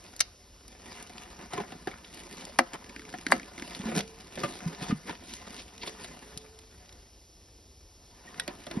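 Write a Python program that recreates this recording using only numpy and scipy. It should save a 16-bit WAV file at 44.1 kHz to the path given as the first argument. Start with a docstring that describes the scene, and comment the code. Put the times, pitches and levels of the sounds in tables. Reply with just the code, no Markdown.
"""Outdoors, a gloved hand readies a cable-reel machine whose motor stays off.
First a plug latches into the plastic control box. At 2.6 s the stop button is pushed in, then twisted
free, each clack ringing the box and swaying its steel frame. Glove and sleeve rub and tap on the box,
which knocks dully on the frame. After a lull, at 8.4 s, a power switch is pressed and let go.
Behind it all lie a quiet rumble and hiss, and a faint far whine comes and goes."""
import sys
import numpy as np
from scipy import signal
from scipy.fft import rfft, irfft, next_fast_len
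from scipy.io import wavfile

SR = 44100
rng = np.random.default_rng(int(sys.argv[2]) if len(sys.argv) > 2 else 0)


def wrap_up_sound(samples):
    """Save the sound to the file named by the first command line argument, as 16-bit audio."""
    columns = np.atleast_2d(samples).T
    # keep every value between -1 and 1, then stretch to whole-number steps
    tamed = np.clip(columns, -1, 1)
    steps = np.round(tamed * 32767).astype(np.int16)
    wavfile.write(sys.argv[1], SR, steps)


N = 388061
TIME = np.arange(N) / SR


# Modes of the control box. Each row: frequency in Hz, level in dB, decay time (t60) in seconds.
BOX_MODES = [(239, -15.5, 0.043), (346.4, -29.5, 0.16), (528, -28.5, 0.13), (670, -2.5, 0.015),
             (729, -20.5, 0.069), (964, -26, 0.041), (1036, 3.5, 0.00491), (1310, -34.5, 0.18),
             (1462, -28, 0.025), (1770, -0.5, 0.012), (2050, -6, 0.023), (2337, -11.5, 0.015),
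             (2783, -23.5, 0.034), (3860, -25, 0.044), (4520, -15.5, 0.0232), (4940, -21, 0.013),
             (5400, -34, 0.06), (6000, -18.5, 0.0052), (8100, -7.5, 0.015), (10100, -5.5, 0.0036)]
# Contacts inside the stop button. Each row: start in seconds, ring in dB, cut-off in Hz, crack in dB.
STOP_CONTACTS = [(2.58807, -16, 9790, -15), (2.5902, 3, 703, -27.5), (2.59279, -12, 1482, -35.5),
                 (2.60664, -16, 611, -44), (3.3035, -27.5, 1217, -46.5), (3.308, -27.5, 1500, -41),
                 (3.31606, -33.5, 11290, -22.5), (3.32086, -1, 2770, -25.5), (3.32567, -37.5, 6270, -29),
                 (3.33938, -35, 1735, -35.5)]

def stop_button():
    """Impact excitation: the button's contacts ring the box; the bass is left to the frame."""
    clacks = mechanism(STOP_CONTACTS, BOX_MODES, crack_t60=0.027, crack_low_hz=1510)
    return butter(clacks, 490, "high")


# Lowest modes of the steel frame. 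Each row: frequency in Hz, level in dB, t60 in seconds.
FRAME_MODES = [(248, -4.5, 0.056), (336.3, -9, 0.05)]
# Clacks of the stop button taken up by the frame. Each row: start in seconds, peak in dB.
FRAME_SWAYS = [(2.591, -24.5), (3.298, -35), (3.323, -25.5)]

def frame_sway(rise_s):
    """Inertia: the heavy frame is slow to answer, so its low thud swells after the clack."""
    out, thud = np.zeros(N), ring(FRAME_MODES, scatter_db=-1.5)
    thud = peak_one(thud * onset(rise_s, len(thud)))
    for s, db in FRAME_SWAYS:
        add(out, s, from_db(db) * thud)
    return out


# Catches of the stop button's latch as it is pushed, twisted and let go.
# Each row: start in seconds, level in dB, pitch in Hz, bright edge in dB relative to the click.
LATCH_CATCHES = [(2.5877, -20.5, 2550, 2), (2.734, -34.5, 2000, 0.5), (2.843, -43, 1701, -0.5),
                 (2.895, -41.5, 2100, -1), (2.962, -35.5, 1980, -5), (2.994, -38, 1770, -0.5),
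                 (3.018, -45.5, 1700, 3), (3.051, -41.5, 2250, -8), (3.091, -44.5, 1716, -1),
                 (3.127, -42.5, 1500, 1.5), (3.185, -39, 2000, -1.5), (3.2656, -24, 1850, -1),
                 (3.285, -42, 1613, 4.5), (3.397, -38, 1750, -2), (3.417, -44.5, 1900, -3),
                 (3.431, -42.5, 2230, -3), (3.579, -36, 2040, -4), (3.597, -39, 1750, 2),
                 (3.622, -30.5, 1950, -6)]

def catches(edge_hz):
    """Damped vibration: each stiff plastic tooth clicks and dies at once; the box answers with a thud."""
    out = np.zeros(N)
    thud = from_db(-3) * padded_thud(hz=280.4, t60=0.029, rise_s=0.0024)
    for s, db, hz, edge_db in LATCH_CATCHES:
        click = burst(hz, width=1.22, t60=.024)
        edge = from_db(edge_db) * burst(edge_hz, width=1.7, t60=.018)
        add(out, s, from_db(db) * (click + edge + thud))
    return out


# Contacts of the plug's latch. 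Each row: start in seconds, ring in dB, cut-off in Hz, crack in dB.
PLUG_CONTACTS = [(.1935, -25, 6000, -47), (.204, -10.5, 11000, -19.5), (.2062, -6, 8970, -26),
                 (.2076, -4.5, 4970, -19)]
# Modes of the metal plug. Each row: frequency in Hz, level in dB, t60 in seconds before the hand damps it.
PLUG_MODES = [(335, -30, 0.023), (660, -33.5, 0.045), (1300, -21, 0.011), (1820, -20.5, 0.071),
              (2140, -19.5, 0.016), (2820, -28.5, 0.078), (3800, -15.5, 0.027), (4220, -16.5, 0.015),
              (4620, -13.5, 0.025), (4820, -22, 0.017), (5200, -8, 0.016), (5700, -10, 0.013),
              (6120, -9, 0.037), (8000, -5.5, 0.011), (10300, -16, 0.011), (11000, -10, 0.017)]

def plug(grip_t60):
    """Damping: the latch rings the plug, and the hand round it lets no mode outlast grip_t60."""
    held_modes = [(hz, db, min(t60, grip_t60)) for hz, db, t60 in PLUG_MODES]
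    return mechanism(PLUG_CONTACTS, held_modes, crack_t60=0.027, crack_low_hz=1100)


# Contacts of the switch, then of its cap. Each row: start in seconds, ring in dB, cut-off in Hz, crack in dB.
PRESS_CONTACTS = [(8.3977, -17, 9170, -38), (8.4008, -30, 8000, -29)]
RELEASE_CONTACTS = [(8.4785, -27.5, 9000, -30)]
# Modes of the switch, then of its cap. Each row: frequency in Hz, level in dB, t60 in seconds.
SWITCH_MODES = [(1466, -9.5, 0.033), (1790, -7, 0.023), (1960, -23, 0.055), (2440, -6, 0.0062),
                (3430, -9, 0.029), (3830, -9.5, 0.02), (5440, -7.5, 0.013), (8330, -6.5, 0.019),
                (9800, 0, 0.0065)]
CAP_MODES = [(2440, -4.5, 0.017), (4580, -5, 0.016)]

def power_switch():
    """Free vibration: the switch rings when pressed, and its cap on landing back on its seat."""
    press = mechanism(PRESS_CONTACTS, SWITCH_MODES, crack_t60=0.0098, crack_low_hz=1430)
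    release = mechanism(RELEASE_CONTACTS, CAP_MODES, crack_t60=0.011, crack_low_hz=3000)
    return press + release


def mechanism(contacts, modes, crack_t60, crack_low_hz):
    """Contact stiffness sets bandwidth: sprung parts hit the same stops, and softer hits are duller."""
    out = np.zeros(N)
    response = butter(ring(modes, scatter_db=0), 11000, "low")
    for s, ring_db, soft_hz, crack_db in contacts:
        body = butter(response, soft_hz, "low", order=1)
        snap = butter(crack(crack_t60), crack_low_hz, "high")
        add(out, s, from_db(ring_db) * body + from_db(crack_db) * snap)
    return out


# Fingertips knocking on the box.
# Each row: start in seconds, level in dB, offset of the tick in dB, pitch of the touched spot in Hz.
FINGER_TAPS = [(1.097, -39, -31, 720), (1.534, -25.5, -9, 790), (1.577, -25, -28, 1035),
               (1.601, -23, -25, 807), (1.721, -33, -11.5, 784), (1.872, -21, -17.5, 785),
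               (1.913, -33.5, -14, 2240), (2.74, -33, -4, 704), (3.139, -25.5, -20, 730),
               (3.676, -36, -1, 610), (4.374, -25, -35, 612), (4.435, -17, -17, 1185),
               (4.444, -22, -22, 570), (4.908, -23.5, -28, 1226), (5.094, -24.5, -13, 940),
               (5.833, -30.5, -27, 960), (5.874, -29.5, -23, 1103), (6.044, -35, 1.5, 653),
               (8.478, -25, -9.5, 600), (8.667, -32, -6.5, 593), (8.711, -28, -6.5, 635)]

def taps(contact_s, body_db, knock_db, tick_db):
    """Cushioned impact: a gloved touch gives a low body note, a hollow knock and a surface tick."""
    out = np.zeros(N)
    for s, db, tick_offset_db, spot_hz in FINGER_TAPS:
        box = ring(BOX_MODES, scatter_db=-5.5) + from_db(8.5) * crack(t60=0.07)
        spot = ring([(spot_hz, 7.5, 0.042)], scatter_db=0.5)
        landing = 1 - np.exp(-TIME[:len(box)] / contact_s)   # the glove cushions the first instant
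        body = butter(box, [130, 400], "band", order=3)
        knock = butter(landing * (box + spot), [450, 2400], "band")
        tick = butter(landing * crack(t60=0.014), 1100, "high")
        tick = butter(tick, 6000, "low", order=1)
        for part, part_db in ((body, body_db), (knock, knock_db), (tick, tick_db + tick_offset_db)):
            add(out, s, from_db(db + part_db) * peak_one(part))
    return out


# Soft bumps against the frame. Each row: start in seconds, peak in dB, pitch in Hz, t60 in seconds.
FRAME_BUMPS = [(1.538, -38, 377, .07), (1.581, -30, 398, 0.079), (1.873, -28.5, 387, 0.041),
               (3.796, -30, 193, 0.056), (3.855, -30.5, 222, 0.39), (3.965, -25.5, 199, 0.15),
               (4.66, -22.5, 165, 0.12), (4.817, -28.5, 161, 0.07), (4.898, -22.5, 183, 0.028),
               (4.924, -15.5, 210, 0.032), (4.942, -33.5, 153, 0.16), (6.368, -39.5, 130, 0.023),
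               (8.48, -35.5, 351.6, .06), (8.771, -19.5, 207.6, 0.028)]

def bumps(cushion_s):
    """Damped oscillation: a padded push swells over a few milliseconds and rings away."""
    out = np.zeros(N)
    for s, db, hz, t60 in FRAME_BUMPS:
        add(out, s, from_db(db) * padded_thud(hz, t60, cushion_s))
    return out


# Strokes of glove and sleeve over the box. Each row: fastest moment in seconds, length in seconds,
# level in dB, offset of the box's rumble in dB, offset of the fibres' hiss in dB.
GLOVE_STROKES = [(0.03, 0.36, -52, -9, -3.5), (0.934, 0.19, -45.5, -7.5, -6),
                 (1.247, 0.13, -47.5, -9.5, -6), (1.415, 0.058, -44, -4, -17),
                 (1.533, 0.025, -32.5, -13, -6.5), (1.587, 0.083, -39, 1, -10),
                 (1.722, 0.045, -45.5, 3, -6.5), (2.172, 0.093, -50.5, -2.5, 2),
                 (2.38, 0.14, -46.5, -2.5, -0.5), (2.748, 0.017, -35, -4, -11),
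                 (2.825, 0.0071, -39, -12.5, -14.5), (3.334, 0.054, -42.5, 8, -2.5),
                 (3.714, 0.23, -44, -1.5, -3), (3.893, 0.13, -37.5, 0.5, -8),
                 (3.977, 0.039, -29.5, 1.5, -6), (4.443, 0.15, -41.5, 2, -1.5),
                 (4.683, 0.12, -42.5, 1, -6.5), (4.828, 0.061, -38, -3, -5.5),
                 (4.901, 0.028, -37.5, 4.5, -4), (5.092, 0.048, -37.5, 0.5, -5),
                 (5.312, 0.082, -50, -0.5, 5.5), (5.538, 0.14, -47, -2, -1), (5.861, 0.067, -43.5, -2, 0),
                 (6.037, 0.21, -46.5, -1.5, -3), (6.3, 0.2, -52, -1.5, -2),
                 (8.274, 0.028, -49.5, -11.5, -8), (8.386, 0.061, -45.5, -9.5, -7.5),
                 (8.497, 0.091, -47.5, -0.5, -22), (8.76, 0.069, -43.5, 7, -9.5)]
# The sleeve shifts for as long as the arm moves. Each row: time in seconds, level in dB.
SLEEVE_LEVELS = [(0, -77), (.6, -59), (.95, -53.5), (2.0, -52.5), (3.0, -51.5), (4.2, -52.5), (5.5, -52.5),
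                 (6.4, -60), (6.95, -58.5), (7.25, -69.5), (7.9, -70), (8.2, -57.5), (8.6, -52.5)]

def rub_strengths():
    """Incoherent sources add in power: sleeve and strokes set the gains of rumble, swish and hiss."""
    sleeve = from_db(np.interp(TIME, *np.transpose(SLEEVE_LEVELS)))
    power = np.outer(from_db([-3, 0, -3.5]), sleeve) ** 2   # rumble, swish, hiss
    for s, length_s, db, rumble_db, hiss_db in GLOVE_STROKES:
        gains = from_db([db + rumble_db, db, db + hiss_db])
        power += np.outer(gains, swell(s, length_s)) ** 2
    return np.sqrt(power)


# Spectrum of the rubbing glove. Each row: frequency in Hz, spectral density in relative dB.
GLOVE_SPECTRUM = [(100, -23), (160, 6.5), (230, 2), (380, 2), (540, -4), (720, -5), (1400, -9), (1900, -8),
                  (2800, -12), (4000, -16), (5200, -17), (7000, -16), (8800, -22), (10700, -23)]

def rubbing(snags_per_s, spread_db, smooth_db, modes_db, shift_db):
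    """Sliding friction: fibres snag over a smooth swish; different modes answer as the finger travels."""
    out = np.zeros(N)
    bands = [(130, 450, -3.5), (450, 2500, -6), (2500, 16000, -2.5)]   # rumble, swish, hiss
    for (low_hz, high_hz, band_db), strength in zip(bands, rub_strengths()):
        sizes = from_db(spread_db * np.minimum(rng.exponential(1, N), 4)) * rng.choice([-1, 1], N)
        snags = rms_one(sizes * (rng.random(N) < snags_per_s / SR))
        slips = snags + from_db(smooth_db) * rng.standard_normal(N)
        box = np.zeros(N)
        for hz, _, t60 in BOX_MODES:
            if low_hz < hz < high_hz:
                coupling = from_db(modes_db + shift_db * np.tanh(wander(per_s=22)))
                box += coupling * resonance(slips, hz, t60)
        cloth = butter(colour(slips + box, GLOVE_SPECTRUM), [low_hz, high_hz], "band", order=4)
        out += from_db(band_db) * strength * rms_one(cloth)
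    return out


def scuffed(x, patchy_db, patches_per_s):
    """Amplitude modulation: the touching patch of cloth changes, so narrow bands swell and fade apart."""
    edges_hz = np.geomspace(130, 13000, num=27)
    out, size = np.zeros(N), next_fast_len(N)
    spectrum = rfft(x, size)
    band_of_bin = np.digitize(np.fft.rfftfreq(size, 1 / SR), edges_hz)
    for k in range(len(edges_hz) + 1):
        band = irfft(spectrum * (band_of_bin == k), size)[:N]
        out += from_db(patchy_db * wander(patches_per_s)) * band
    return out


# Scrapes as the glove's grip catches and slips.
# Each row: loudest moment in seconds, level in dB, length in seconds, brightest frequency in Hz.
GRIP_SCRAPES = [(1.415, -46, 0.0035, 2650), (1.939, -44.5, 0.007, 1240), (2.047, -44.5, 0.005, 3000),
                (3.731, -51, 0.0071, 3000), (3.902, -52, 0.052, 1980), (4.402, -52, 0.0053, 2200),
                (4.438, -33, 0.005, 1940), (4.608, -44, 0.0074, 1300), (4.749, -41.5, 0.0028, 3300),
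                (4.826, -44, 0.013, 3450), (4.885, -44.5, .03, 4560), (4.207, -48.5, 0.0038, 4070),
                (4.57, -46, 0.0053, 3500), (5.079, -44, 0.0067, 3500), (5.11, -42.5, 0.0073, 2400),
                (5.153, -46, 0.0054, 3000), (5.595, -48, 0.038, 3480), (5.822, -39, 0.0091, 3000),
                (5.835, -37.5, 0.0067, 3170), (5.865, -37, 0.0029, 2700), (5.878, -37, 0.0088, 3450)]

def scrapes(slips_per_s, spread_db, width):
    """Irregular stick-slip: a quick run of tiny slips fills a broad band round the brightest pitch."""
    out, t = np.zeros(N), TIME[:8192]
    for s, db, length_s, hz in GRIP_SCRAPES:
        sizes = from_db(spread_db * rng.standard_normal(len(t))) * rng.choice([-1, 1], len(t))
        slips = sizes * (rng.random(len(t)) < slips_per_s / SR)
        rasp = rms_one(butter(slips, [hz / width, hz * width], "band", order=3))
        envelope = np.exp(-2 * (t / length_s - 2) ** 2)
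        add(out, s - 2 * length_s, from_db(db) * rasp * envelope)
    return out


# The grip peeling off the plastic. Each row: start in seconds, level in dB, brightest frequency in Hz.
PEEL_TICKS = [(0.164, -35, 8500), (0.68, -41, 6400), (1.026, -36.5, 6800), (1.1808, -36.5, 3000),
              (1.721, -39, 2600), (2.145, -38, 7000), (2.452, -35.5, 6000), (3.749, -31.5, 3000),
              (3.817, -40, 2800), (3.963, -26, 5030), (3.975, -25.5, 6000), (3.9805, -24, 4080),
              (3.991, -34, 3500), (4.0057, -26.5, 2560), (4.376, -50, 2500), (4.436, -34, 3000),
              (5.094, -42, 2000), (5.337, -33.5, 5440), (5.779, -38, 3780), (6.018, -44, 4500),
              (6.375, -29.5, 6000), (6.381, -42, 7500), (6.589, -40, 5470), (6.892, -43.5, 3000),
              (6.926, -44, 4500), (8.343, -41, 1596), (8.713, -36, 3000)]

def ticks():
    """Release of adhesion: the grip lets go too lightly to move the box, so only a dry snap sounds."""
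    out = np.zeros(N)
    for s, db, hz in PEEL_TICKS:
        add(out, s, from_db(db) * burst(hz, width=1.7, t60=.018))
    return out


# Faint squeaks of the power switch's spring as it is pressed and let go. # Each row: loudest moment in seconds,
# length in seconds, pitch in Hz, level in dB.
SPRING_SQUEAKS = [(8.279, 0.0088, 1870, -48), (8.417, 0.029, 1910, -53)]

def squeaks(waver):
    """Periodic stick-slip: the switch's spring grips and slides fast enough to give a brief, unsteady pitch."""
    uneven_time = np.cumsum(1 + waver * wander(per_s=360)) / SR
    return sum(from_db(db) * swell(s, length_s) * np.sqrt(2) * np.sin(2 * np.pi * hz * uneven_time)
               for s, length_s, hz, db in SPRING_SQUEAKS)


# Swells of a far whine. Each row: loudest moment in seconds, length in seconds, pitch in Hz,
# glide in Hz per second, level in dB.
WHINE_SWELLS = [(2.993, 0.19, 433, 2.5, -58), (4.029, 0.16, 448.5, 19, -52.5), (5.87, 0.13, 446, -91, -54),
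                (6.423, 0.3, 434.7, 36, -56.5)]

def far_whine(waver_hz):
    """Frequency modulation: a thin tone glides a little and wavers after its long way through the air."""
    waver = waver_hz * rms_one(butter(rng.standard_normal(N), 24.99, "low"))
    out = np.zeros(N)
    for s, length_s, hz, glide, db in WHINE_SWELLS:
        pitch = hz + glide * (TIME - s) + waver
        tone = np.sqrt(2) * np.sin(2 * np.pi * np.cumsum(pitch) / SR)
        out += from_db(db) * swell(s, length_s) * tone
    return out


# Steady background rumble and hiss. Each row: frequency in Hz, spectral density in relative dB.
BACKGROUND_SPECTRUM = [(22, -26.5), (35, -4.5), (55, 1.5), (90, -4.5), (150, -18), (400, -16), (900, -26),
                       (1500, -37.5), (2800, -28.5), (4000, -27.5), (5500, -19.5), (7000, -27),
                       (8800, -37.5), (10700, -29.5)]

def rumble_and_hiss(level_db, apart_db):
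    """Partial coherence: the steady background differs slightly between left and right."""
    shared, own = rng.standard_normal(N), rng.standard_normal((2, N))
    return from_db(level_db) * rms_one(colour(shared + from_db(apart_db) * own, BACKGROUND_SPECTRUM))


# Colour of the echoes. Each row: frequency in Hz, gain in dB.
ECHO_SPECTRUM = [(150, -0.5), (270, 4), (520, 16), (1200, 13.5), (2200, 12.5), (5000, 15), (7200, -5.5),
                 (11000, -15)]

def echoes(x, early_db, early_t60, late_db, late_t60):
    """Reflection: quick scatter from frame and decking, then a faint tail from the surroundings."""
    size = SR // 2
    early = from_db(early_db) * rms_one(dying(early_t60, size))
    late = from_db(late_db) * rms_one(dying(late_t60, size))
    envelope = (early + late) * onset(0.0027, size) / np.sqrt(size)
    response = colour(envelope * rng.standard_normal((2, size)), ECHO_SPECTRUM)
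    return signal.fftconvolve(x[None], response, axes=1)[:, :N]


# Phase between the ports, for snaps and for soft sounds. Each row: frequency in Hz, left lead in radians.
SNAP_LEAD = [(0, 0), (700, .3), (1300, -.2), (2400, .3), (3000, 1.2), (4000, 1.3), (5000, 0), (6000, 1.5),
             (7000, 2.9), (8000, 3.9), (9000, 4.6), (10000, 6.2), (12000, 7.2)]
SOFT_LEAD = [(0, 0), (250, .1), (800, .75), (1600, .1), (2900, 1.1), (4000, .5), (5400, .15), (6500, 3.1),
             (8300, 3.3), (9400, 6.2), (12000, 6.4)]
# Balance between the ports, likewise. Each row: frequency in Hz, left minus right in dB.
SNAP_LEAN = [(300, -1), (1000, 6.5), (1500, 0), (3000, 2), (4100, -9), (5300, 3.5), (9000, 1.5)]
SOFT_LEAN = [(100, 1), (300, -3), (600, -1.5), (1200, 6), (1700, 1), (2500, -1), (4000, -1), (6000, 1),
             (12000, 0.5)]

def ports(x, phase, balance):
    """Path difference: a sound's direction sets its phase and level at the two microphone ports."""
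    size = next_fast_len(N + 4096)
    hz = np.fft.rfftfreq(size, 1 / SR)
    left, right = rfft(x, size)
    lean = from_db(at_hz(balance, hz) / 2)
    lag = np.exp(-1j * np.interp(hz, *np.transpose(phase)))
    return irfft(np.array([left * lean, right * lag / lean]), size)[:, :N]


def ring(modes, scatter_db):
    """Modal superposition: a touched body sounds all its modes, neighbours swinging in opposite senses."""
    out = 0
    for k, (hz, db, t60) in enumerate(modes):
        strength = (-1) ** k * from_db(db + scatter_db * rng.normal())
        fade = dying(t60)
        out += strength * fade * np.cos(2 * np.pi * hz * TIME[:len(fade)])
    return butter(out, 80, "high")   # small parts radiate little bass


def crack(t60):
    """Modal overlap: the countless short-lived modes of a contact merge into a burst of noise."""
    fade = dying(t60)
    return fade * rng.standard_normal(len(fade))


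def burst(hz, width, t60):
    """Transient response: a contact rings a cluster of damped modes within a ratio `width` of one pitch."""
    fade = dying(t60)
    return fade * rms_one(butter(rng.standard_normal(len(fade)), [hz / width, hz * width], "band"))


def padded_thud(hz, t60, rise_s):
    """A damped sinusoid with a soft onset and peak 1."""
    fade = dying(t60)
    return peak_one(fade * onset(rise_s, len(fade)) * np.sin(2 * np.pi * hz * TIME[:len(fade)]))


def resonance(x, hz, t60):
    """Forced vibration: one mode acts as a band-pass with peak gain 1."""
    radius = np.exp(-np.log(1000) / (t60 * SR))
    feedback = [1, -2 * radius * np.cos(2 * np.pi * hz / SR), radius ** 2]
    return signal.lfilter(np.array([1, 0, -1]) * (1 - radius ** 2) / 2, feedback, x)


def dying(t60, size=8192):
    """Exponential decay from 1, by 60 dB in t60 seconds."""
    return from_db(-60 * TIME[:size] / t60)


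def onset(rise_s, size):
    """Gaussian rise from 0 towards 1."""
    return 1 - np.exp(-(TIME[:size] / rise_s) ** 2)


def swell(s, length_s, rise_share=0.43):
    """A skewed bell envelope that reaches 1 at time s."""
    out = np.zeros(N)
    near = slice(*np.searchsorted(TIME, [s - 4 * length_s, s + 4 * length_s]))
    away = np.maximum((s - TIME[near]) / rise_share, (TIME[near] - s) / (1 - rise_share)) / length_s
    out[near] = np.exp(-.5 * away ** 1.87)   # a power of 1 is pointed, 2 is rounded
    return out


def wander(per_s):
    """Linear interpolation between random values of spread 1."""
    knots = rng.standard_normal(4096)
    return np.interp(TIME * per_s, np.arange(len(knots)), knots)


def colour(x, spectrum):
    """Zero-phase filtering by a curve of (Hz, dB) points."""
    size = next_fast_len(x.shape[-1])
    gain = from_db(at_hz(spectrum, np.fft.rfftfreq(size, 1 / SR)))
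    return irfft(rfft(x, size) * gain, size)[..., :x.shape[-1]]


def at_hz(points, hz):
    """Interpolation on a log-frequency axis."""
    f, value = np.transpose(points)
    return np.interp(np.log(hz + 1), np.log(f + 1), value)


def butter(x, hz, kind, order=2):
    """Causal low-, high- or band-pass."""
    sections = signal.butter(order, np.clip(hz, 10, .45 * SR), kind, fs=SR, output="sos")
    return signal.sosfilt(sections, x + 1e-18)


def add(out, s, sound):
    """Superpose a short sound at time s."""
    start = max(round(s * SR), 0)
    out[start:start + len(sound)] += sound[:N - start]


def from_db(db):
    """Decibels to gain."""
    return np.exp(np.asarray(db) * np.log(10) / 20)


def rms_one(x):
    """Scale to rms 1."""
    return x / np.sqrt(np.mean(x ** 2) + 1e-20)


def peak_one(x):
    """Scale to peak 1."""
    return x / np.abs(x).max()


def scene():
    """Superposition: hard snaps and soft handling, each with its echoes, add to the quiet background."""
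    snaps = stop_button() + plug(grip_t60=.035) + power_switch() + frame_sway(rise_s=0.031)
    snaps = snaps + echoes(snaps, early_db=-20, early_t60=.045, late_db=-35, late_t60=.3)
    clicks = catches(edge_hz=4200) + ticks()
    clicks = clicks + echoes(clicks, early_db=-23, early_t60=.035, late_db=-36, late_t60=.2)
    knocks = taps(contact_s=0.0013, body_db=-8, knock_db=-2.5, tick_db=6.5) + bumps(cushion_s=0.0033)
    glove = rubbing(snags_per_s=330, spread_db=4.2, smooth_db=1, modes_db=-6.5, shift_db=11)
    glove = scuffed(glove, patchy_db=2, patches_per_s=34)
    glove *= from_db(2.2 * wander(per_s=110))   # the glove grips and slides by fits
    grip = scrapes(slips_per_s=2500, spread_db=4, width=1.65) + squeaks(waver=0.0085)
    handling = knocks + glove + grip
    handling = handling + echoes(handling, early_db=-18.5, early_t60=.045, late_db=-29, late_t60=.3)
    # cloth radiates from all round the hand
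    scatter = echoes(glove, early_db=-21, early_t60=.02, late_db=-35, late_t60=.2)
    background = far_whine(waver_hz=3.3) + rumble_and_hiss(level_db=-55, apart_db=-25.5)
    soft = handling + clicks + scatter + background
    return ports(snaps, SNAP_LEAD, SNAP_LEAN) + ports(soft, SOFT_LEAD, SOFT_LEAN)


def record(dry):
    """Band limiting and saturation: treble is cut above about 12 kHz and the loudest peaks are rounded."""
    dulled = colour(dry, [(11400, 0), (12300, -22)])
    rounded = .95 * np.tanh(dulled / .95)
    top_cut = signal.ellip(6, .3, 60, 12200, fs=SR, output="sos")
    return signal.sosfilt(top_cut, rounded)


dry = scene()
out = record(dry)
wrap_up_sound(out)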